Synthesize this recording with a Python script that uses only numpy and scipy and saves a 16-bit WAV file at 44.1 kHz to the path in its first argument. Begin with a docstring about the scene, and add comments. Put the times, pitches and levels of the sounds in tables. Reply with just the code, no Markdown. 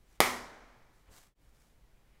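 """A small bare room, one mono microphone, low rumble and faint hiss. After a slight rustle a folded
paper popper is whipped down once: the flap sucks in air, slams taut and cracks. Near walls answer and
the room rings out. About a second later come soft swishes and bumps of handling; the sound fades out
and straight back in, and the last faint handling follows."""
import sys
import numpy as np
from scipy import signal
from scipy.fft import rfft, irfft, next_fast_len
from scipy.io import wavfile
from scipy.ndimage import map_coordinates

SR = 44100
rng = np.random.default_rng(int(sys.argv[2]) if len(sys.argv) > 2 else 0)


def wav_record(signal):
    """Record a signal, one row per channel, as 16-bit PCM in the file named by sys.argv[1]."""
    frames = np.transpose(np.atleast_2d(signal))
    bounded = np.clip(frames, -1, 1)
    # unit amplitude maps onto the largest positive 16-bit level
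    quanta = np.round(bounded * 32767).astype(np.int16)
    wavfile.write(sys.argv[1], SR, quanta)


N = 97020
SNAP_S = .2038  # the flap whips out


def amp(db):
    """Decibels to gain."""
    return 10 ** (np.asarray(db) / 20)


def unit(x):
    """Scale to rms 1."""
    return x / np.sqrt(np.mean(x ** 2) + 1e-20)


def along(points, hz):
    """(Hz, value) points read on a log frequency axis."""
    freqs, values = np.transpose(points)
    return np.interp(np.log(hz + 1), np.log(freqs + 1), values)


def filtered(x, response):
    """x through a frequency response."""
    size = next_fast_len(N + SR // 2)
    return irfft(rfft(x, size) * response(np.fft.rfftfreq(size, 1 / SR)), size)[:N]


def noise(spectrum):
    """Coloured noise of rms 1."""
    return unit(filtered(rng.standard_normal(N), lambda hz: amp(along(spectrum, hz))))


def since(start):
    """Seconds from a moment, per sample."""
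    return np.arange(N) / SR - start


def decay(t, t60):
    """Full level until t = 0, then 60 dB down every t60 seconds."""
    return np.exp(-np.log(1000) * np.maximum(t, 0) / t60)


def burst(t, rise, t60):
    """Quick rise and exponential decay, times in seconds."""
    return (1 - np.exp(-np.maximum(t, 0) / rise)) * decay(t, t60)


def lobe(t, width):
    """A bell curve peaking at t = 0."""
    return np.exp(-.5 * (t / width) ** 2)


def wobble(per_s):
    """A smooth random curve, per_s knots a second."""
    return map_coordinates(rng.standard_normal(N // 8), [np.arange(N) * per_s / SR], mode="mirror")


def swells(rows):
    """Smooth rises and falls of level, one per row."""
    return sum(amp(db) * lobe(since(peak), np.where(since(peak) < 0, rise, fall))
               for peak, db, rise, fall in rows)


# Room tone, low and high. Each row: frequency in Hz, relative density in dB.
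RUMBLE_SPECTRUM = [(15, -1.5), (30, -5), (45, 1.5), (70, -13.5), (120, -12.5), (180, -19), (400, -30.5),
                   (1500, -63.5)]
HISS_SPECTRUM = [(100, 0), (300, 1), (600, 0.5), (1200, -4.5), (2200, -6), (3500, -11), (8000, -15.5),
                 (15500, -18)]

def room_tone():
    """The room's steady low rumble and faint hiss."""
    return amp(-63.5) * noise(RUMBLE_SPECTRUM) + amp(-73) * noise(HISS_SPECTRUM)


# Paper being handled. Each row: peak time in seconds, level in dB, rise and fall in seconds.
SWISH_SWELLS = [(.15, -72, 0.068, 0.025), (.97, -76, .03, .05), (1.135, -61, .018, .025),
                (1.172, -60.5, .014, .02), (1.22, -66, .025, .05), (1.48, -77.5, .06, 0.04),
                (1.56, -74, 0.016, 0.022), (1.615, -72.5, 0.019, 0.079)]
# Its colour. Each row: frequency in Hz, relative density in dB.
SWISH_SPECTRUM = [(100, -4), (300, -0.5), (650, 1), (1500, 2), (3000, -2.5), (5000, -2), (7500, -1),
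                  (10000, -5), (15500, -9.5)]

def paper_swishes():
    """Paper catches as it slides, making soft, grainy swishes."""
    grain_db = 2 * wobble(per_s=420)
    return swells(SWISH_SWELLS) * unit(noise(SWISH_SPECTRUM) * amp(grain_db))


# Toys being moved. Each row: peak time in seconds, level in dB, rise and fall in seconds.
RUSTLE_SWELLS = [(.175, -76.5, 0.049, 0.01), (1.08, -72, 0.017, 0.015), (1.97, -84, 0.021, .04),
                 (2.15, -77, 0.057, 0.042)]
# Their colour. Each row: frequency in Hz, relative density in dB.
RUSTLE_SPECTRUM = [(200, -9.5), (800, -3.5), (1500, -5), (2300, 3), (3000, -2), (4500, -13), (12000, -27)]

def toy_rustles():
    """The toys rustle as they are moved, barely reaching the microphone."""
    return swells(RUSTLE_SWELLS) * noise(RUSTLE_SPECTRUM)


# The stretched paper panel's modes. Each row: frequency in Hz, level in dB, T60 in seconds.
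PANEL_MODES = [(1450, -13, .007), (2000, -11, .007), (3370, -16, 0.0056), (4840, -13.5, 0.004)]
# The paper's crack. Each row: frequency in Hz, relative density in dB.
CRACK_SPECTRUM = [(100, -24.5), (700, -14.5), (1200, -7.5), (2200, -4), (2700, -9.5), (3200, 0),
                  (4000, -4.5), (5500, -0.5), (7400, -5.5), (9700, -6), (11700, 1.5), (15500, -9.5)]

def popper():
    """The flap sucks in air and pushes it out; the taut sheet rings briefly, cracks and shivers."""
    t = since(SNAP_S)
    crack_lag_s, panel_lag_s, slam_lag_s = .00025, .0005, .00075
    suction = lobe(t, width=.0001)
    compression = lobe(t - slam_lag_s, width=.0001)
    push = amp(-6) * (compression - suction)
    struck = np.maximum(t - panel_lag_s, 0)
    ring = sum(amp(db) * decay(struck, t60) * np.sin(2 * np.pi * hz * struck)
               for hz, db, t60 in PANEL_MODES)
    dense_noise = unit(np.tanh(noise(CRACK_SPECTRUM) / 2))
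    crack = amp(-9) * burst(t - crack_lag_s, rise=.00015, t60=.007) * dense_noise
    shiver = amp(-30) * burst(t, rise=.00015, t60=.051) * noise(CRACK_SPECTRUM)
    return push + ring + crack + shiver


# Near surfaces. Each row: delay behind the direct sound in seconds, level in dB.
WALL_ECHOES = [(.0052, -15), (.0062, -13.5), (.0083, -15.5), (0.0099, -13), (.021, -17)]

def wall_echoes(snap, cutoff_hz=3500):
    """Near walls send duller copies of the snap to the microphone."""
    echoes = lambda hz: sum(amp(db) * np.exp(-2j * np.pi * hz * delay) for delay, db in WALL_ECHOES)
    return filtered(snap, lambda hz: echoes(hz) / (1 + 1j * hz / cutoff_hz))


# The bare room's reverberation and late ring. Each row: frequency in Hz, relative density in dB.
REVERB_SPECTRUM = [(40, -13), (90, -13.5), (180, -11.5), (250, -5.5), (300, -10.5), (360, -4.5),
                   (415, -5.5), (500, -3), (750, -2), (1050, -0.5), (1350, -1), (1560, -6), (1900, .5),
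                   (2300, .5), (2650, -9.5), (3200, -7.5), (3900, -13), (5200, -12), (8200, -15),
                   (10000, -16.5), (12500, -17), (15500, -21.5)]
LATE_SPECTRUM = [(60, -14), (250, -2.5), (900, 0.5), (2300, -5), (2700, -13), (6000, -19.5), (15000, -46)]
# The reverberation's decay. Each row: frequency in Hz, T60 in seconds.
REVERB_T60 = [(100, 0.81), (300, .58), (1000, 0.59), (2200, 0.41), (5000, 0.54), (9000, 0.47), (15000, .36)]
# Room resonances that stand out. Each row: frequency in Hz, level in dB, T60 in seconds.
ROOM_RESONANCES = [(248, -43, 0.97), (366, -37, .45), (605, -41.5, .5), (783, -41.5, 0.5),
                   (1010, -41.5, .55), (1342.3, -42.5, .6), (1897, -43, .6), (2075, -44, .6),
                   (2213, -40.5, 0.45)]

def room_ring(build_s=.003):
    """Diffuse reverberation whose treble dies first, a slow late ring and a few resonances."""
    t = since(SNAP_S)
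    band_hz, frame_s, bands = signal.stft(noise(REVERB_SPECTRUM), SR, nperseg=256)
    bands *= decay(frame_s - SNAP_S, along(REVERB_T60, band_hz)[:, None])
    tail = signal.istft(bands, SR, nperseg=256)[1][:N]
    diffuse = amp(-24) * tail * burst(t, build_s, t60=np.inf)
    late = amp(-40.5) * noise(LATE_SPECTRUM) * burst(t, build_s, t60=1.396)
    resonances = np.zeros(N)
    for hz, db, t60 in ROOM_RESONANCES:
        tone = np.sin(2 * np.pi * (hz * t + rng.random()))
        waver = 1 + .5 * wobble(per_s=24)  # close resonances beat against each other
        resonances += amp(db) * burst(t, build_s, t60) * tone * waver
    return diffuse + late + resonances


# Handling bumps. Each row: peak time in seconds, level in dB, rise and fall in seconds.
BUMP_SWELLS = [(1.095, -57, .018, .035), (1.47, -72, 0.022, .03)]
# Their colour. Each row: frequency in Hz, relative density in dB.
BUMP_SPECTRUM = [(20, -7.5), (52, -1.5), (90, -12), (160, -16), (260, -23), (600, -23), (1500, -34),
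                 (5000, -56)]

def handling_bumps():
    """Handling makes two dull, bass-heavy bumps."""
    return swells(BUMP_SWELLS) * noise(BUMP_SPECTRUM)


def fade(silent_s=1.3465, out_s=.08, in_s=.071):
    """The gain ramps down to silence and straight back up."""
    t = since(silent_s)
    return np.minimum(np.abs(t) / np.where(t < 0, out_s, in_s), 1)


def microphone(hz, notch_hz=2682, width_hz=140, depth=.33, top_hz=15800):
    """The microphone's response: a narrow hollow and a band limit."""
    damping = 1j * hz * width_hz
    notch = 1 - depth * damping / (notch_hz ** 2 - hz ** 2 + damping)
    band_limit = np.clip((top_hz - hz) / 400 + .5, 0, 1)
    return notch * band_limit


def scene():
    """Everything reaches one spot in the room, the same in both channels."""
    snap = popper()
    mono = room_tone() + paper_swishes() + toy_rustles()
    mono += snap + wall_echoes(snap) + room_ring() + handling_bumps()
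    return np.array([mono, mono])


def record(dry):
    """The brief fade, then the microphone's colour."""
    return np.array([filtered(channel * fade(), microphone) for channel in dry])


dry = scene()
out = record(dry)
wav_record(out)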